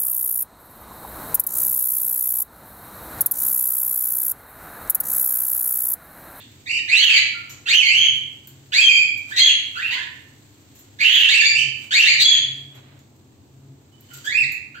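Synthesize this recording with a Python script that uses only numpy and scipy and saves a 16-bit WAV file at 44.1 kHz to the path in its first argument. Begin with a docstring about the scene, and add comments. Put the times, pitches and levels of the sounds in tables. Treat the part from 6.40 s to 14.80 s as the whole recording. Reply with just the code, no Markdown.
"""Over a low hum and a faint feather rustle, a cockatiel chirps and squawks in a small, bare, echoing
room. It stands on a cardboard box beside a cage, a little nearer the right microphone of a stereo pair.
Each syllable is a gliding tone from the syrinx, louder as it climbs, that trills or turns hoarse.
Beak and claws tick now and then; late on, a hand shuffles in and the bird settles to softer calls.
The recorder leaves a treble gap near 9-11 kHz, and its limiter holds down the loudest calls."""
import sys
import numpy as np
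from scipy import signal
from scipy.fft import rfft, irfft, next_fast_len
from scipy.io import wavfile
from scipy.ndimage import uniform_filter1d, minimum_filter1d

SR = 44100
rng = np.random.default_rng(int(sys.argv[2]) if len(sys.argv) > 2 else 0)


def persist_wave(psi):
    """Save psi, clipped to +-1, as 16-bit WAV."""
    counts = np.round(np.clip(psi, -1, 1) * 32767).astype(np.int16)
    wavfile.write(sys.argv[1], SR, np.atleast_2d(counts).T)


N = 370440  # 8.4 s


def amp(db):
    """Decibels to gain."""
    return 10 ** (np.asarray(db) / 20)


def unit_rms(x):
    """Scales to rms 1."""
    return x / np.sqrt(np.mean(abs(x) ** 2) + 1e-20)


def curve_at(points, hz):
    """Reads rows of (f/Hz, value) on a log-frequency axis."""
    f, value = np.transpose(points)
    return np.interp(np.log(hz + 1), np.log(f + 1), value)


def add(mix, start_s, sound):
    """Mixes a sound in at start_s."""
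    part = mix[max(round(start_s * SR), 0):][:len(sound)]
    part += sound[:len(part)]


def coloured(x, points, scale=1):
    """Filters by rows of (f/Hz, level/dB), the levels multiplied by scale."""
    size = next_fast_len(x.shape[-1] + 512)
    gain = amp(scale * curve_at(points, np.fft.rfftfreq(size, 1 / SR)))
    return irfft(rfft(x, size) * gain, size)[..., :x.shape[-1]]


def wander(count, hz):
    """Smooth random drift of rms 1, up to about hz."""
    size = next_fast_len(count + SR // 4)
    f = np.fft.rfftfreq(size, 1 / SR)
    spectrum = rfft(rng.standard_normal(size)) / np.sqrt(1 + (f / hz) ** 6)
    return unit_rms(irfft(spectrum, size))[:count]


def phase_of(hz):
    """Running phase of a changing frequency, in radians."""
    return 2 * np.pi * np.cumsum(hz) / SR


def swells(rows, rest):
    """Gain over time: bell-shaped swells on top of a resting gain."""
    t = np.arange(N) / SR
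    power = sum(amp(db) ** 2 * np.exp(-((t - middle) / width) ** 2) for middle, width, db in rows)
    return np.sqrt(rest ** 2 + power)


def room_tone(level_db=-52):
    """Still air: a low rumble, alike at both microphones, and a faint hiss that differs between them."""
    # colour of rumble and hiss, with the recorder's 9-11 kHz gap: f/Hz, relative level/dB
    air_colour = [(25, -24.5), (50, -33.5), (75, -14.5), (100, -1.5), (130, -10), (160, -17.5),
                  (280, -10.5), (400, -19.5), (550, -24.5), (900, -27), (2000, -41.5), (5500, -43),
                  (8300, -40.5), (9500, -57.5), (11200, -63), (12300, -45), (15500, -47)]
    # likeness of left and right: f/Hz, correlation/0-1
    correlation = [(30, .5), (70, 1), (170, 0.86), (330, 0.84), (600, 0.31), (1500, 0), (15000, 0.03)]
    alike = curve_at(correlation, np.fft.rfftfreq(N, 1 / SR))
    left, unrelated = rfft(rng.standard_normal((2, N)))
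    right = alike * left + np.sqrt(1 - alike ** 2) * unrelated
    return amp(level_db) * unit_rms(coloured(irfft(np.array([left, right]), N), air_colour))


def hum(pitch_hz=134, rest_db=-59, trim_db=-2):
    """A low, wavering hum in the centre that swells and fades."""
    # partials of the hum: harmonic number, relative level/dB
    partials = [(1, 2.5), (2, -12.5), (3, -18.5), (5, -23.5)]
    # its swells: middle t/s, half-width/s, level before the trim/dB
    hum_swells = [(1.12, 0.036, -49), (1.66, 0.18, -42), (2.18, 0.089, -48), (5.26, 0.083, -40.5),
                  (5.78, 0.085, -42.5), (6.2, 0.23, -44), (7.26, 0.11, -45), (7.76, 0.038, -45),
                  (8.04, 0.054, -44)]
    phase = phase_of(pitch_hz + 3 * wander(N, 8))
    tone = sum(amp(db) * np.sin(k * phase) for k, db in partials)
    tone *= 1 + .3 * wander(N, 12)
    return amp(trim_db) * swells(hum_swells, amp(rest_db)) * unit_rms(tone)


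def friction(colour, grain_db=1.0):
    """Rubbing noise of rms 1 that comes in small uneven clumps."""
    grains = rng.standard_normal((2, N)) * amp(grain_db * wander(N, 60))
    return unit_rms(coloured(grains, colour))


def feathers(rest_db=-57, settle_s=6.2, settle_db=-7):
    """Feathers and feet shift on the box; the faint rustle drops as the bird settles to be stroked."""
    # fidgets: middle t/s, half-width/s, level/dB
    fidgets = [(.1, 0.75, -58.5), (2.91, 0.019, -44), (3.25, 0.4, -54.5), (5.44, .04, -48.5),
               (7.86, 0.15, -49.5)]
    # colour of the rustle, with the recorder's 9-11 kHz gap: f/Hz, relative level/dB
    rustle_colour = [(300, -17), (1500, -4.5), (4300, -2), (5400, -8), (7500, 0), (8500, -7), (9200, -25.5),
                     (11300, -26.5), (12300, -8.5), (15500, -12)]
    settled = np.clip((np.arange(N) / SR - settle_s) / 0.24, 0, 1)
    return swells(fidgets, amp(rest_db + settle_db * settled)) * friction(rustle_colour)


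def breath(t, hz, effort_db, fade_db, onset_db):
    """A syllable's gain: more breath pressure makes the voice both higher and louder, never steadily."""
    attack_s, release_s, build_s = 0.0023, 0.0089, 0.017
    mid_hz, db_per_octave = 2660, 10
    let_go_db, let_go_octaves_per_s = -5.5, 40
    level_db = effort_db + fade_db * t / t[-1] + onset_db * np.exp(-t / build_s)
    level_db += db_per_octave * np.log2(hz / mid_hz) + 2.5 * wander(len(t), hz=44.7)
    # a quick drop in pitch is the breath being let go: the voice fades with it
    falling = np.clip(-np.gradient(np.log2(hz)) * SR / let_go_octaves_per_s, 0, 1)
    level_db += let_go_db * uniform_filter1d(falling ** 2, size=300)
    ramp = np.clip(np.minimum(t / attack_s, (t[-1] - t) / release_s), 0, 1)
    return np.sin(np.pi / 2 * ramp) ** 2 * amp(level_db)


def syrinx(hz, hoarse, trill_octaves, shrill_db):
    """A harmonic tone and its rasp: pressed hard, the membranes beat unevenly and spread sidebands."""
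    trill_hz, quaver_hz, rasp_hz, undertone_hz, top_hz = 50.63, 87.64, 620, 1780, 9800
    screech_hz, screech_width_hz, screech_db = 2000, 350, 28
    overtone_db_per_octave, flicker_db = -7, 3
    count = len(hz)
    # passing the screech pitch, a hoarse voice breaks towards its octave
    shrill_db = shrill_db + screech_db * hoarse * np.exp(-((hz - screech_hz) / screech_width_hz) ** 2)
    if trill_octaves > .11:  # wide swings of pitch are slower and more regular than narrow ones
        flutter_hz = np.full(count, trill_hz)
    else:
        flutter_hz = quaver_hz * (1 + .2 * wander(count, 40))
    jitter_octaves = .014 * wander(count, 140) + .08 * hoarse * wander(count, 450)
    hz = hz * 2 ** (trill_octaves * np.cos(phase_of(flutter_hz)) + jitter_octaves)
    phase = phase_of(hz)
    tone = np.sin(phase)
    for k in range(2, 8):
        # a soft voice loses all its overtones; a shrill one gains most at the octave
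        lift_db = shrill_db if k == 2 else np.minimum(shrill_db, .91 * shrill_db)
        level_db = overtone_db_per_octave * np.log2(k) + lift_db + flicker_db * wander(count, 270)
        blur = 1.1 * (k - 1) * hoarse * wander(count, 490)  # uneven cycles blur high overtones most
        tone += amp(level_db) / (1 + (k * hz / top_hz) ** 8) * np.sin(k * phase + blur)
    rasp = np.sin(phase_of(rasp_hz * (1 + .5 * wander(count, 120))))
    tone *= 1 + .85 * hoarse * (rasp + .74 * wander(count, 1800))
    # in a hoarse call the other side of the syrinx buzzes along on a low, unsteady note
    tone += amp(-4) * hoarse * np.sin(phase_of(undertone_hz * (1 + .07 * wander(count, 250))))
    return tone, rasp


def breathy_voice(tone, rasp, loudness, hoarse):
    """The tone and its hiss take on the voice's colour; torn air fizzes in time with the rasp."""
    # colour of the voice, with the recorder's 9-11 kHz gap: f/Hz, relative level/dB
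    voice_colour = [(600, -14.5), (1000, -14.5), (1500, -9), (2200, 3.5), (3200, 2.5), (3650, 1),
                    (4600, 0.5), (5400, -16.5), (6100, -9), (6800, -3), (8200, -7.5), (9200, -49),
                    (11300, -35), (12500, 0), (15500, -22.5)]
    # colour of the fizz, with the same gap: f/Hz, relative level/dB
    fizz_colour = [(1000, -33.5), (5000, -11.5), (7500, 0.5), (9200, -27), (11300, -20.5), (12500, 3),
                   (15500, 4)]
    count = len(tone)
    push = (loudness / loudness.max()) ** .19  # the air hisses more as the bird pushes harder
    hiss = amp(-21) * push * (hoarse + .42) * rng.standard_normal(count)
    voice = coloured(tone + hiss, voice_colour)
    voice /= np.sqrt(uniform_filter1d(voice ** 2, size=500) + 1e-9)  # the breath sets the level
    puffs = rng.standard_normal(count) * (1 + rasp) * amp(6.5 * wander(count, 130))
    fizz = amp(-17) * push * (hoarse + .08) * unit_rms(coloured(puffs, fizz_colour))
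    return loudness * (voice + fizz)


def cockatiel():
    """Breath drives the syrinx; each syllable is a little louder on the left or the right. One faint, steady
    whistle near 1400 Hz at about 0.94 s comes from another bird."""
    # syllables: effort/dB, change over the length/dB, onset offset/dB, hoarseness at start/0-1,
    # at end/0-1, trill depth/octaves, overtone lift/dB, left minus right/dB, melody [(t/s, f/Hz), ...]
    syllables = [ (-38.5, -24.5, -4, 0.74, 1, 0.023, -14, -0.5, [(0, 3750), (.05, 3260)]),
                 (-24.5, 5.5, -9.5, 0.017, .03, .18, 1, 1, [(.257, 1960), (.305, 2524), (.345, 2660),
                 (.378, 2607), (.395, 1580)]), (-14, 5, -7.5, .2, .45, 0.073, -3.5, 2, [(.478, 1788),
                 (.5, 2200), (.545, 2709), (.63, 3200), (.67, 2912), (.715, 2414)]),
                 (-16, 10, 0.5, 0.28, .12, 0.082, 1.5, 2, [(.708, 2376), (.77, 2265), (.79, 1600)]),
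                 (-4.5, -2, -12.5, 0.14, .2, 0.014, 15, -1, [(.546, 1654), (.57, 2028), (.595, 2214),
                 (.612, 2150)]), (-28.5, -15.5, -1, .03, 0.074, .015, -19, 1.5, [(.935, 1394),
                 (1.07, 1375)]), (-8, -1, -18.5, 0.37, 0.062, 0.058, 1, 1.5, [(1.256, 1274), (1.283, 1700),
                 (1.3, 2112), (1.325, 2450), (1.35, 3150), (1.385, 3093), (1.425, 2282)]),
                 (-7, -10.5, -3.5, 0.088, 0.089, .055, -1.5, 1.5, [(1.42, 2268), (1.465, 2135),
                 (1.51, 2471), (1.555, 3024), (1.6, 3193), (1.65, 3233), (1.68, 2916)]),
                 (-11, 4, -7, 0.38, .2, 0.011, 2, 1.5, [(2.319, 1389), (2.34, 1908), (2.36, 2239),
                 (2.412, 2602)]), (-12, 2, -4.5, .08, 0.042, 0.016, -2.5, 2, [(2.408, 3220), (2.42, 3288),
                 (2.484, 3137)]), (-6.5, -16, -1, 0.057, .03, 0.05, -2, 2.5, [(2.484, 2570), (2.51, 2329),
                 (2.58, 2413), (2.68, 2423)]), (-19, -7, -5.5, 0.085, 0.26, 0.036, -8, 1.5, [(2.908, 1525),
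                 (2.935, 1950), (2.968, 1878)]), (-7.5, 9.5, -13, 0.32, 0.57, .05, 3.5, 1, [(2.958, 1960),
                 (2.972, 1964), (3.004, 2170)]), (-12, 0.5, -6, 0.081, 0.26, .02, -1, 3, [(2.997, 3203),
                 (3.05, 3315), (3.08, 3240), (3.095, 2825), (3.115, 1446)]),
                 (-17.5, -11.5, -5.5, 0.02, 0.55, 0.062, -11.5, 1.5, [(3.349, 1280), (3.39, 1650),
                 (3.422, 1957), (3.428, 2525), (3.475, 2795), (3.51, 2414)]),
                 (3, -17.5, -11.5, 0.17, 0.49, 0.058, 6, 1, [(3.507, 934), (3.54, 1019), (3.568, 1048)]),
                 (-24, -5.5, -1.5, .06, 0.032, 0.046, -5, -4, [(3.564, 1460), (3.585, 1652), (3.615, 1785),
                 (3.635, 1794), (3.655, 1420)]),
                 (-12.5, -2.5, -10.5, 0.35, 0.483, 0.1, -5, 1, [(4.587, 1700), (4.602, 2202), (4.633, 2405),
                 (4.64, 2730), (4.7, 3115), (4.745, 3275), (4.8, 3000), (4.86, 2832)]),
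                 (-12.5, 0.5, 7, .4, 0.073, 0.056, 0.5, 1.5, [(4.885, 1715), (4.915, 2120), (4.938, 2349),
                 (4.96, 2800), (4.985, 2750), (5.018, 2060)]),
                 (-9.5, 0, -3, .1, 0.19, .01, -1, -0.5, [(5.012, 1759), (5.058, 1790)]),
                 (-6.5, -12, -3, 0.042, .1, 0.02, 6, 2.5, [(5.046, 1970), (5.058, 2306), (5.09, 2353),
                 (5.12, 2276)]), (-20, 0, -7.5, 0.0488, .05, .14, 4.5, -2, [(5.135, 2300), (5.19, 2900),
                 (5.22, 2700), (5.246, 1777)]), (-6, -3, -8, 0.31, 0.34, 0.054, 0, 3.5, [(5.507, 1424),
                 (5.53, 1807), (5.55, 2200), (5.585, 2455), (5.615, 3000), (5.645, 2724)]),
                 (-9.5, -1.5, -4, 0.41, .25, .02, -3.5, 0.5, [(5.638, 1770), (5.675, 1800)]),
                 (-3.5, -15, 1, 0.14, .1, 0.037, 2, 2, [(5.663, 1865), (5.69, 2371), (5.73, 2336),
                 (5.765, 2317)]), (-5.5, 4, -5, .2, 0.81, 0.057, 10, 2.5, [(5.788, 1944), (5.83, 2174)]),
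                 (-8.5, -5.5, -10, .03, 0.25, 0.0072, -1, 3, [(5.823, 3287), (5.86, 3385), (5.915, 3364),
                 (5.948, 3234), (5.965, 1580)]), (-63, -5.5, -5.5, .05, .05, .008, -8, -9, [(7.52, 3010),
                 (7.59, 3000)]), (-54, -3.5, -5, .05, .05, .008, -15, -7, [(7.685, 3020), (7.75, 2990)]),
                 (-37, -15, -3, .2, 0.15, .06, -35, -1, [(7.7, 1400), (7.79, 1430)]),
                 (-23, 7.5, -6, 0.029, .01, 0.03, -4, -0.5, [(7.842, 1543), (7.865, 1663), (7.895, 1870),
                 (7.93, 2286), (7.965, 2582), (7.995, 2628), (8.025, 2402), (8.046, 1750)]),
                 (-26.5, -11, -5, 0.068, .15, 0.05, -13.5, 1, [(8.343, 1410), (8.37, 1614), (8.399, 1320)])]
    calls = np.zeros((2, N))
    for effort_db, fade_db, onset_db, hoarse_from, hoarse_to, trill, lift_db, pan_db, melody in syllables:
        times, pitches = np.transpose(melody)
        start = times[0]
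        t = np.arange(0, times[-1] - start, 1 / SR)
        hz = np.interp(start + t, times, pitches)
        hoarse = np.linspace(hoarse_from, hoarse_to, len(t))
        loudness = breath(t, hz, effort_db, fade_db, onset_db)
        tone, rasp = syrinx(hz, hoarse, trill, lift_db)
        voice = breathy_voice(tone, rasp, loudness, hoarse)
        add(calls[0], start, amp(pan_db / 2) * voice)
        add(calls[1], start, amp(-pan_db / 2) * voice)
    return calls


def room(x, direct_db=-6, early_db=-7, tail_db=-3, early_decay_s=0.0088):
    """Direct sound, a few echoes off the near wall and box, then a dense tail, unlike left and right."""
    # reverberation of the bare room: f/Hz, time to fall 60 dB/s
    t60 = [(300, 1), (1500, 0.61), (2500, 0.62), (3400, 0.56), (4600, 0.52), (7000, 0.42), (10000, 0.26),
           (15000, 0.16)]
    t = np.arange(SR) / SR
    signs = rng.choice([-1., 1.], (2, SR))
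    early = signs * (rng.random((2, SR)) < 500 / SR) * np.exp(-t / early_decay_s) * (t > .0015)
    dense = signs * (rng.random((2, SR)) < 3000 / SR) * np.clip(t / 0.004, 0, 1)
    hz, frame_s, spectra = signal.stft(dense, SR, nperseg=256)
    decay = amp(-60 * frame_s / curve_at(t60, hz)[:, None])
    tail = signal.istft(spectra * decay, SR, nperseg=256)[1][:, :SR]
    response = sum(amp(db) * part / np.linalg.norm(part, axis=1, keepdims=True)
                   for db, part in [(early_db, early), (tail_db, tail)])
    response[0, 15] += amp(direct_db)  # the left microphone is about 12 cm farther from the bird
    response[1, 0] += amp(direct_db)
    return signal.fftconvolve(np.atleast_2d(x), response, axes=1)[:, :N]


def beak_and_claws(decay_s=0.004):
    """Beak and claws make short snaps; some ring on in the room."""
    # snaps: t/s, dry peak level/dB, top-treble lift/half-dB steps, relative send to the room/dB
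    ticks = [(1.095, -35, -11, 12), (1.759, -37, -5.5, -1.5), (2.073, -32, 11, -1.5),
             (2.778, -35, -12, 1.5), (4.351, -47, -0.5, 13), (4.39, -45.5, 6.5, 8),
             (6.347, -49.5, -11.5, 12), (6.591, -40.5, -27.5, -2), (6.763, -47, -7, -4),
             (7.608, -48, 22, -6), (7.735, -32, -7, 7), (7.774, -35, 5, -4), (7.849, -31.5, -29, 15),
             (8.12, -25.5, 4.5, -1.5)]
    # colour of a snap, with the recorder's 9-11 kHz gap: f/Hz, relative level/dB
    tick_colour = [(300, -15.5), (1500, -13.5), (4000, -9), (5500, -13.5), (7500, 3), (9000, -31.5),
                   (11300, -20.5), (12200, 3), (15500, -8)]
    direct, sent = np.zeros((2, N))
    t = np.arange(2048) / SR
    for start, peak_db, brightness, send_db in ticks:
        snap = coloured(rng.standard_normal(len(t)) * np.exp(-t / decay_s), tick_colour)
        snap /= abs(snap).max()
        snap = coloured(snap, [(7000, 0.087), (13000, 1)], scale=brightness / 2)
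        add(direct, start, amp(peak_db) * snap)
        add(sent, start, amp(peak_db + send_db) * snap)
    return direct + room(sent, direct_db=-20, early_db=-10, tail_db=5.5)


def hand():
    """A soft shuffle of friction as a hand reaches for the bird."""
    # movements: middle t/s, half-width/s, level/dB
    shuffles = [(6.37, 0.027, -51), (6.48, 0.1, -56)]
    # colour of the shuffle: f/Hz, relative level/dB
    shuffle_colour = [(100, -19), (500, 6), (1100, 0), (1800, 2), (4000, -2), (9000, -43)]
    return swells(shuffles, rest=0) * friction(shuffle_colour)


def scene():
    """The bird and its echoes, the small noises around it and the room tone, at the stereo pair."""
    return room(cockatiel()) + beak_and_claws() + feathers() + hand() + room_tone() + hum()


def record(dry):
    """Two unevenly coloured microphones, a quick limiter that looks a few ms ahead, then a band limit."""
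    threshold_db, cut_per_db, recovery_db_per_s, ceiling = -6.5, 0.19, 90, .85
    band_limit_hz = 15800
    # imbalance of the microphones: f/Hz, left minus right/dB
    balance = [(100, 1.5), (1000, -1), (2400, -6.5), (3300, -4.5), (4500, -1), (7500, 5), (13000, -3)]
    mics = np.array([coloured(dry[0], balance, 1 / 2), coloured(dry[1], balance, -1 / 2)])
    level_db = 20 * np.log10(abs(mics).max(0) + 1e-9)
    peak_db = -minimum_filter1d(-level_db, size=300)
    recovery_db = np.arange(N) * recovery_db_per_s / SR
    held_db = np.maximum.accumulate(peak_db + recovery_db) - recovery_db
    over_db = np.maximum(held_db - threshold_db, 0)
    cut_db = np.maximum(cut_per_db * over_db, held_db - 20 * np.log10(ceiling))
    limited = mics / amp(uniform_filter1d(cut_db, size=300))
    lowpass = signal.firwin(511, band_limit_hz, window=("kaiser", 9), fs=SR)
    return signal.oaconvolve(limited, lowpass[None], "same")


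dry = scene()
out = record(dry)
persist_wave(out)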